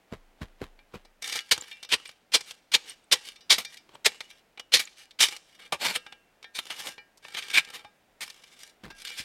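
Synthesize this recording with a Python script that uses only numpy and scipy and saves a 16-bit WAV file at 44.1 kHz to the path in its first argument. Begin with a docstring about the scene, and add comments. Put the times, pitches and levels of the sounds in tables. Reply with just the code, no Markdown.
"""Boots thud in packed snow, then a light metal shovel chops nine times at the crust and is dragged about.
Each cut is a dense burst of random ice-grain clicks, shaped by crust and scoop resonances.
Between cuts the blade ticks, scrapes and rings as a bank of damped modes driven by the contact sounds.
Trees return a faint echo of scattered clicks over very quiet filtered noise; a few thin high chirps fall in pitch."""
import sys
import numpy as np
from scipy import signal
from scipy.fft import rfft, irfft
from scipy.io import wavfile

SR = 44100
rng = np.random.default_rng(int(sys.argv[2]) if len(sys.argv) > 2 else 0)


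def generate_wav(sig):
    """Save sig (samples, or channels by samples) to the path in sys.argv[1] as 16-bit PCM at SR."""
    pcm = np.round(np.clip(np.atleast_2d(sig).T, -1, 1) * 32767).astype(np.int16)
    wavfile.write(sys.argv[1], SR, pcm)


N = 407482
TIME_S = np.arange(N) / SR

# spectrum of still forest air: [hz, level_db]
AIR_COLOUR = [(15, -24.5), (25, 4), (87, -9.5), (195, -2), (363, -3), (754, -2), (1160, -10), (1290, -8),
              (2280, -9), (4490, -18), (5730, -20), (14800, -26.5), (16000, -23.5)]
# thin high chirps: [time_s, relative_level_db, mid_pitch_hz]
CHIRPS = [(1.6107, -25.5, 7140), (2.0777, -37.5, 8510), (2.8963, -29, 8860), (3.0415, -53.5, 8400),
          (3.9449, -46.5, 7950), (4.8534, -33, 7010)]
# boot landings, heel first: [heel_s, level_db, grit_db, roll_to_sole_s]
STEPS = [(.126, -33, -3, 0.01), (.416, -32, -1, 0.0096), (0.617, -31, -1.5, 0.02), (.943, -34.5, -.5, .011),
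         (8.839, -40.5, 6.5, .012), (8.863, -42, 0.5, .015), (8.903, -49.5, 8.5, .01),
         (9.198, -48, -2, .01)]
# spectrum of a boot on the pack: [hz, level_db]
BOOT_COLOUR = [(18, -36), (30, 3), (253, -1.5), (497, -6), (837, -13), (1030, -9), (1560, -12), (1780, -14),
               (4310, -23.5), (6040, -30.5), (15000, -41.5)]
# heel resonance: centre_hz, width_hz, lift_db
HEEL_THUD = (216, 170, 3.1)
# spectrum of loose crumbs: [hz, level_db]
CRUMB_COLOUR = [(59, -53), (100, -20), (1480, -9.5), (1580, -6.5), (2320, -4.5), (2580, -7), (2930, -2.5),
                (11200, -15.5), (16000, -32)]
# spectrum of breaking crust: [hz, level_db]
CRUST_COLOUR = [(35, -66.5), (60, -24.5), (301, -20), (469, -16.5), (682, -11), (882, -15.5), (1440, -10),
                (2350, -1), (2900, -5), (3270, -0.5), (5210, -2.5), (7230, -8.5), (8710, -9.5),
                (13900, -22), (16000, -32.5)]
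# hollow resonances of the scoop pressed into snow: [centre_hz, width_hz, lift_db]
SCOOP = [(503, 55, 5.5), (671, 170, -6), (882, 140, 5.5), (1400, 310, 0.5), (2360, 66, 4.5),
         (2990, 230, 2.5), (7800, 400, -2), (8320, 590, 2.5), (9500, 310, -4)]
# blade sliding over snow: [start_s, length_s, start_level_db, end_level_db, body_db, brightness_db, ring_db]
DRAGS = [(1.225, 0.15, -43, -39, -5.5, 3.5, -2.5), (1.418, .07, -55, -59, -7, 0.5, -6.5),
         (1.621, 0.021, -49, -54.5, 2, -1, -6), (1.736, 0.075, -57.5, -58, -8, -6.5, -9),
         (3.889, 0.062, -65, -55.5, 15, -7, -17), (4.294, .09, -58, -67, -10.5, 2, 0),
         (5.469, 0.081, -69, -60, -5, 2, 0), (5.592, 0.063, -52, -53.5, -1, -4, -5),
         (6.601, 0.31, -54.5, -44.5, 1.5, 3, -10), (7.227, 0.34, -54, -42, -2.5, -2, -8),
         (7.597, 0.21, -56, -57.5, 4, -2.5, -2.5), (8.239, 0.064, -51, -57, 0.5, 5.5, -4),
         (8.328, 0.28, -61.5, -58.5, -4.5, 2, -7.5), (8.593, 0.11, -49, -63.5, -10, 4.5, -4.5),
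         (8.951, 0.072, -55.5, -48.5, -7, 2, -8), (9.049, 0.22, -42.5, -57, -12.5, 0.5, -5)]
# blade knocking on crust and lumps: [time_s, level_db, body_db, brightness_db, ring_db]
TAPS = [(0.79, -51.5, 6, -18, -6), (1.05, -54.5, 14.5, -2, -7), (1.223, -42, 9, 9, -3),
        (1.275, -39, 5, 9, -5), (1.324, -28.5, -1, 0.5, -8), (1.354, -28, 8, -1, -19),
        (1.389, -26, -15, -12, -18.5), (1.577, -40, 20, 6, -11.5), (1.714, -39, -20, -17, 1.5),
        (1.829, -38.5, 4, 0.5, -7), (1.847, -41.5, 5.5, -4, -12), (1.562, -39, 7.5, -10.5, -13.5),
        (5.723, -28, 1, -2, -16), (7.174, -61.5, 17, 12, -15), (2.055, -38, 0, -7, -25),
        (2.092, -41.5, 7, -7, -27), (2.408, -37, 6, 0.5, -28), (2.509, -35.5, 0, -2.5, -16),
        (3.359, -49, -13, -5, -1), (3.408, -54.5, -12, -3.5, 3), (3.649, -36.5, -6, 1.5, -1.5),
        (3.771, -45.5, -21.5, 1, -5.5), (4.206, -31, 5, -6.5, -24), (4.575, -40.5, 9, -17, -9.5),
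        (4.596, -34, 7.5, -5, -15.5), (4.873, -40.5, -3.5, -11, -23), (5.109, -45, -15, -7.5, -9.5),
        (5.285, -31, 5, 0, -17), (5.365, -41.5, 7, 3.5, -20), (5.963, -35.5, 11.5, -12, -4),
        (6.064, -40, 9.5, -15, -9), (6.123, -39, 3.5, -12.5, -10), (6.428, -45.5, 6, -5.5, -9),
        (6.442, -39, 3.5, -19, -6), (6.67, -46, 5, -3, -13), (6.98, -44, 11, -16, -1),
        (7.249, -39, 10.5, -26, -8), (7.347, -30, 0.5, -12, -12), (7.424, -32, -1, -13, -21),
        (7.501, -32, -6, -7, -8), (7.648, -40, -11, -5, -20), (7.701, -42, 5, 0, -24),
        (7.847, -45.5, 16.5, -13, -4), (8.301, -40, -1, -1, -27), (8.437, -49, 6, -3, -24),
        (8.903, -42.5, 14.5, -8, -5.5), (9.072, -32, -8, -8, -17), (9.101, -40, 1, -2, -3)]
# blade ploughing through crust: [time_s, level_db, rise_s, hold_s, fall_s, body_db, brightness_db]
CRUNCHES = [(3.583, -26, 0.0015, 0.0014, 0.016, 7.5, 0.5), (4.794, -25, 0.0019, 0.0065, 0.014, -0.5, 0),
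            (5.724, -27, 0.00077, 0.012, 0.01, 16, -7), (5.819, -29, 0.0089, 0.085, 0.022, 7.5, -4.5),
            (5.851, -23.5, 0.0042, 0.02, 0.0023, 5, -5), (5.959, -23, 0.0093, 0.0033, 0.0068, -0.5, -3),
            (6.553, -36, 0.0037, 0.022, .0066, -1, -1), (6.589, -25, 0.0029, 0.0025, 0.0064, 4.5, -4),
            (6.704, -30, 0.0027, .0025, 0.017, 3, -6.5), (6.798, -36.5, 0.013, .007, 0.0079, 4, -1),
            (6.851, -43, .0097, 0.035, 0.015, 15.5, 2.5), (7.373, -29, 0.0052, 0.018, 0.0089, -2, -8.5),
            (7.539, -20, .004, 0.028, 0.0023, -6, -10), (7.576, -12.5, 0.0086, 0.0089, 0.0092, -6, -11.5),
            (7.741, -39, 0.005, 0.017, 0.014, 6, -1.5), (8.208, -35, 0.00092, 0.028, 0.0093, 3.5, -1),
            (9.184, -32.5, 0.0096, 0.012, 0.019, -5, -3.5)]
# colour of ploughed crust: less deep bass, dips near 500 Hz and 5 kHz, more top treble:
# [centre_hz, width_hz, lift_db]
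PLOUGH = [(86, 70, -7.5), (190, 78, 1), (494, 120, -3.5), (5460, 4300, -5), (13300, 6600, 2.5)]
# modes of blade and shaft, t60 before damping: [hz, level_db, t60_s]
BLADE_MODES = [(500, -4, .08), (835, -2, .12), (1238, -4, .25), (1352, -3, .3), (1620, 0, .42),
               (1818, -3, .26), (1950, -9, .2), (2275, -3, .14), (2365, -2, .11), (2720, -9, .9),
               (2930, -1, .18), (3270, -4, .11), (3640, -.5, .13), (3980, -3, .13), (4310, -6, .12),
               (4700, -4, .1), (4925, -6, .22), (5220, -6, .12), (5425, -3, .17), (5740, -6, .14),
               (5950, -6, .14)]
# a hand low on the shaft mutes its bending modes while chopping: [time_s, shaft_ring_db]
GRIP = [(1.4, -0.5), (1.5, -6), (5.7, -5), (6.4, 2.5), (7.3, 5.5), (7.8, -0.5), (8.6, 2), (9.0, 4)]
# chops into crust: [time_s, level_db, touch_lead_s, touch_db, hold_s, fall_s,
# break_hz, brightness_db, slab_thud_db, snow_flight_s, landing_db]
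CHOPS = [(1.5127, -15, 0, 5, 0.012, 0.0093, 4040, 0, -30, .18, -50.5),
         (1.923, -17.5, .032, -40, .02, 0.0056, 2900, -4.5, -29, .15, -51.5),
         (2.343, -15.5, 0.023, -38, 0.011, 0.0087, 3600, 1, -26.5, .15, -49.5),
         (2.742, -15, .023, -32.5, .011, 0.0063, 3150, -0.5, -28.5, 0.15, -46.5),
         (3.122, -14.5, .007, -20, 0.011, 0.0079, 4150, .5, -26.5, .15, -44),
         (3.505, -14.5, 0.0073, -25, 0.024, 0.013, 3770, 0, -33.5, 0.22, -52),
         (4.059, -14.5, .011, -24.5, 0.006, 0.0055, 2200, 1, -19.5, 0.17, -57.5),
         (4.739, -12, .018, -30.5, 0.0087, .016, 4000, -0.5, -33, .27, -50),
         (5.206, -16.5, 0.015, -29.5, 0.033, 0.015, 2980, 1.5, -43.5, 0.12, -44.5)]
# resonances of the slab: [centre_hz, width_hz, lift_db]
SLAB_HOLLOW = [(60, 100, -6), (440.4, 150, 7)]

AIR_DB = -67
SOLE_DB, BOOT_PATCHY_DB = -7, 4.5  # sole relative to heel
DRAG_RISE_S, DRAG_FALL_S = 0.003, 0.022
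CATCHES_PER_S, CATCH_DB = 16, -5  # small lumps among the grains
SHAFT_LOW_HZ, SHAFT_HIGH_HZ = 1300, 1900
TRICKLE_DB, TRICKLE_FALL_S = -33, 0.065  # relative to the chop
LANDING_RISE_S, LANDING_HOLD_S, LANDING_FALL_S = 0.012, 0.03, 0.022
TOUCH_RISE_S, TOUCH_FALL_S = 0.001, 0.006
CHOP_RISE_S, RISE_SHARE = 0.0007, 0.15  # the share of touch_lead_s is added to the rise
BREAK_WIDTH_HZ, BREAK_DB = 1400, 4  # band in which the crust breaks loudest
SLAB_LAG_S, SLAB_FALL_S, SLAB_BODY_DB = 0.005, 0.0076, 10
TOP_HZ = 16000


def undb(db):
    """Decibels to gain."""
    return 10 ** (np.asarray(db) / 20)


def unit(x):
    """Scale to rms 1."""
    return x / np.sqrt(np.mean(x ** 2))


def add(out, s, x):
    """Mix x into out from time s, cropped to the scene."""
    start = int(s * SR)
    x = x[max(-start, 0):max(N - start, 0)]
    start = max(start, 0)
    out[start:start + len(x)] += x


def wander(x):
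    """Random levels at whole numbers of x, joined by straight lines; spread near 1."""
    levels = rng.standard_normal(int(x[-1]) + 2)
    return np.interp(x, np.arange(len(levels)), levels)


def walk(count, rate_hz):
    """A level that takes a new random target rate_hz times a second."""
    return wander(np.arange(count) * rate_hz / SR)


def colour(x, points, body_db=0, bright_db=0, bumps=(), ripple_db=0, size=2048):
    """Minimum-phase filter: points, resonances and random ripple at unit power, then bass and treble shelves."""
    hz = np.maximum(np.arange(size // 2 + 1) * SR / size, 1)
    point_hz, point_db = np.transpose(points)
    db = np.interp(np.log(hz), np.log(point_hz), point_db)
    db = db + ripple_db * wander(np.sqrt(hz) / 2)
    for centre_hz, width_hz, lift_db in bumps:
        db = db + lift_db / (1 + (2 * (hz - centre_hz) / width_hz) ** 2)
    shelves_db = body_db / (1 + (hz / 1350) ** 6) + bright_db / (1 + (4500 / hz) ** 6)
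    # folding the cepstrum makes the filter causal
    cepstrum = irfft(np.log(unit(undb(db)) * undb(shelves_db)))
    cepstrum[1:size // 2] *= 2
    cepstrum[size // 2 + 1:] = 0
    impulse = irfft(np.exp(rfft(cepstrum)))
    return signal.fftconvolve(x, impulse)[:len(x)]


def swell(rise_s, hold_s, fall_s):
    """Exponential rise, hold and exponential fall; returns times (0 at the start of the hold) and gains."""
    rise_s, hold_s, fall_s = np.maximum([rise_s, hold_s, fall_s], 1e-4)
    t = np.arange(-6 * rise_s, hold_s + 8 * fall_s, 1 / SR)
    return t, np.exp(np.minimum(t, 0) / rise_s - np.maximum(t - hold_s, 0) / fall_s)


def grains(count, per_second, spread_db):
    """Fractures of single ice bonds: random clicks, a few much larger than the rest; rms 1."""
    hit = rng.random(count) < per_second / SR
    strength = undb(spread_db * np.minimum(rng.exponential(size=count), 4))
    sign = rng.choice([-1, 1], count)
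    return unit(hit * strength * sign + 1e-9)


def burst(rise_s, hold_s, fall_s, per_second, spread_db, patchy_db):
    """Grains that swell, hold and die away; returns the lead-in time and the sound."""
    t, shape = swell(rise_s, hold_s, fall_s)
    patches = undb(patchy_db * walk(len(t), 450))
    sound = shape * grains(len(t), per_second, spread_db) * patches
    # the blow fixes the energy, chance only shares it among the grains
    return -t[0], unit(sound) * np.sqrt(np.mean(shape ** 2))


def air():
    """Still air: a faint far rush of filtered noise whose level wanders a little."""
    level_db = AIR_DB + 1.4 * walk(N, 1.2)
    return undb(level_db) * unit(colour(rng.standard_normal(N), AIR_COLOUR))


def forest(x, t60_s=0.66, build_s=0.014):
    """Scattered echoes from trunks and branches, with little bass."""
    t = np.arange(SR) / SR
    decay = np.exp(-np.log(1000) * t / t60_s)
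    build = 1 - np.exp(-t / build_s)
    echo = grains(SR, per_second=4800, spread_db=11.5) * decay * build
    echo_colour = [(100, -12.5), (500, -4), (1500, -3.5), (3500, -6.0), (7000, -1.0), (15000, -10.5)]  # hz, db
    echo = colour(echo / np.linalg.norm(echo), echo_colour)
    return signal.fftconvolve(x, echo)[:N]


def chirps(width_s=0.0016, glide_hz=180, waver_hz=260, overtone_db=-24, level_db=-4):
    """Tiny falling tones with an unsteady pitch, one overtone and a bell envelope of a few milliseconds."""
    out, t = np.zeros(N), np.arange(1024) / SR
    u = t / width_s - 2
    for s, db, hz in CHIRPS:
        pitch_hz = hz - glide_hz * np.clip(u, -2, 2) + waver_hz * walk(len(t), 1400)
        phase = 2 * np.pi * np.cumsum(pitch_hz) / SR
        tone = np.sin(phase) + undb(overtone_db) * np.sin(2 * phase)
        add(out, s - width_s, undb(db + level_db) * np.exp(-u ** 2 / 2) * tone)
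    return out


def steps(sway_hz=26, sway_s=0.13, sway_db=-15, settle_db=-24, settle_s=0.034):
    """Heel and sole thud into the pack; it settles with a few grains and sways on slowly."""
    out, t = np.zeros(N), np.arange(SR) / SR
    sway = np.sin(2 * np.pi * sway_hz * t) * (t / sway_s) * np.exp(1 - 2 * t / sway_s)
    for s, db, grit_db, roll_s in STEPS:
        heel = s, db, grit_db - 1.0
        sole = s + roll_s, db + SOLE_DB, grit_db + 4.5
        for at_s, part_db, part_grit_db in (heel, sole):
            lead_s, sound = burst(rise_s=0.003, hold_s=0.0024, fall_s=0.0088,
                                  per_second=3100, spread_db=3.5, patchy_db=BOOT_PATCHY_DB)
            # grit lifts everything above the body
            sound = colour(np.pad(sound, (0, 2048)), BOOT_COLOUR, body_db=-part_grit_db,
                           bumps=[HEEL_THUD], ripple_db=2.0)
            add(out, at_s - lead_s, undb(part_db + part_grit_db) * sound)
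        lead_s, sound = burst(rise_s=0.018, hold_s=0.019, fall_s=settle_s,
                              per_second=1100, spread_db=3.5, patchy_db=-2.5)
        sound = colour(sound, CRUMB_COLOUR, body_db=13, bright_db=-8.5)
        add(out, s - lead_s, undb(db + settle_db) * sound)
        add(out, s, undb(db + sway_db) * sway)
    return out


def crumbs(shape, body_db, bright_db, catch_s=0.0024):
    """Loose grains in uneven clusters under an envelope, with now and then a larger lump."""
    count = len(shape)
    catches = rng.random(count) < CATCHES_PER_S / SR
    lumps = signal.lfilter([1], [1, -np.exp(-1 / (catch_s * SR))], catches)
    flow = unit(undb(3.4 * walk(count, 130)))
    flow = flow + undb(CATCH_DB) * lumps / np.sqrt(CATCHES_PER_S * catch_s / 2)
    grit = unit(grains(count, per_second=3200, spread_db=1.0) * flow)
    return colour(grit * shape, CRUMB_COLOUR, body_db, bright_db, SCOOP, ripple_db=2)


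def loose_snow():
    """After a chop crumbs trickle into the cut, and the flicked snow patters down a little later."""
    out = np.zeros(N)
    for s, db, *_, flight_s, landing_db in CHOPS:
        t, shape = swell(0.004, 0.02, TRICKLE_FALL_S)
        add(out, s + t[0], undb(db + TRICKLE_DB) * crumbs(shape, body_db=5, bright_db=-3))
        t, shape = swell(LANDING_RISE_S, LANDING_HOLD_S, LANDING_FALL_S)
        landing_s = s + flight_s - LANDING_HOLD_S / 2
        add(out, landing_s + t[0], undb(landing_db) * crumbs(shape, body_db=-3.5, bright_db=1.95))
    return out


def scrapes():
    """The sliding blade catches and slips as pressure grows or eases; returns sound and blade shake."""
    out, shake = np.zeros(N), np.zeros(N)
    for s, length_s, start_db, end_db, body_db, bright_db, ring_db in DRAGS:
        t, shape = swell(DRAG_RISE_S, length_s, DRAG_FALL_S)
        pressure = undb(np.interp(t, [0, length_s], [start_db, end_db]))
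        sound = crumbs(shape * pressure, body_db, bright_db)
        add(out, s + t[0], sound)
        add(shake, s + t[0], undb(ring_db) * sound)
    return out, shake


def taps():
    """Light contacts break only a few grains; returns their sound and the shake they give the blade."""
    out, shake = np.zeros(N), np.zeros(N)
    for s, db, body_db, bright_db, ring_db in TAPS:
        lead_s, sound = burst(rise_s=0.00045, hold_s=0.0039, fall_s=0.0046,
                              per_second=5800, spread_db=3.5, patchy_db=2.0)
        sound = colour(np.pad(sound, (0, 1024)), CRUST_COLOUR, body_db, bright_db, SCOOP, ripple_db=1.5)
        sound = undb(db) * sound
        add(out, s - lead_s, sound)
        add(shake, s - lead_s, undb(ring_db) * sound)
    return out, shake


def blade(force, damping=1, contact_db=3.0):
    """Blade and shaft ring as resonators; the contact point moves, so each mode's share of force changes."""
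    out, held = np.zeros(N), undb(np.interp(TIME_S, *np.transpose(GRIP)))
    for hz, db, t60_s in BLADE_MODES:
        radius = np.exp(-np.log(1000) * damping / (t60_s * SR))
        angle = 2 * np.pi * hz / SR
        gain = undb(db) * np.sin(angle) * np.sqrt(2 * (1 - radius ** 2) / len(BLADE_MODES))
        share = undb(contact_db * walk(N, 9.9))
        if SHAFT_LOW_HZ < hz < SHAFT_HIGH_HZ:
            share = share * held
        poles = [1, -2 * radius * np.cos(angle), radius ** 2]
        out += signal.lfilter([gain], poles, force * share + 1e-18)
    return out


def crunch(rise_s, hold_s, fall_s, body_db, bright_db, bumps=()):
    """Dense burst of breaking crust, each piece resonating in its own way; returns lead-in time and sound."""
    lead_s, sound = burst(rise_s, hold_s, fall_s, per_second=16000, spread_db=1.87, patchy_db=1.46)
    sound = np.pad(sound, (0, 1024))
    return lead_s, colour(sound, CRUST_COLOUR, body_db, bright_db, [*SCOOP, *bumps], ripple_db=2.5)


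def crunches():
    """Pushed along, the blade ploughs through patches of crust."""
    out = np.zeros(N)
    for s, db, *shape in CRUNCHES:
        lead_s, sound = crunch(*shape, bumps=PLOUGH)
        add(out, s - lead_s, undb(db) * sound)
    return out


def chops():
    """The edge touches (in most chops), the crust collapses, the slab below gives way with a thud."""
    out = np.zeros(N)
    for s, db, early_s, touch_db, hold_s, fall_s, break_hz, bright_db, thud_db, *_ in CHOPS:
        if early_s > 0:
            lead_s, touch = crunch(TOUCH_RISE_S, early_s / 2, TOUCH_FALL_S, body_db=0, bright_db=-5)
            add(out, s - early_s - lead_s, undb(touch_db) * touch)
        rise_s = CHOP_RISE_S + RISE_SHARE * early_s
        lead_s, collapse = crunch(rise_s, hold_s, fall_s, body_db=1.0, bright_db=bright_db,
                                  bumps=[(break_hz, BREAK_WIDTH_HZ, BREAK_DB)])
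        add(out, s - lead_s, undb(db) * collapse)
        lead_s, thud = crunch(0.002, hold_s, SLAB_FALL_S, body_db=SLAB_BODY_DB, bright_db=-2,
                              bumps=SLAB_HOLLOW)
        add(out, s + SLAB_LAG_S - lead_s, undb(thud_db) * thud)
    return out


def scene():
    """Snow damps the blade while it cuts or slides; after a tap it rings freely."""
    cuts, loose = chops() + crunches(), loose_snow()
    knocks, shake = taps()
    slides, rub = scrapes()
    buried = undb(-22) * cuts
    damped_ring = blade(buried + rub + undb(-6) * loose, damping=2.0, contact_db=2.0)
    free_ring = blade(shake, contact_db=3.5)
    near = cuts + knocks + slides + loose + damped_ring + free_ring + steps() + chirps()
    return (near + undb(-31.5) * forest(near) + air())[None]


def record(dry):
    """Steep elliptic low-pass removes the treble above TOP_HZ."""
    return signal.sosfilt(signal.ellip(10, 0.2, 70, TOP_HZ, fs=SR, output="sos"), dry)


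dry = scene()
out = record(dry)
generate_wav(out)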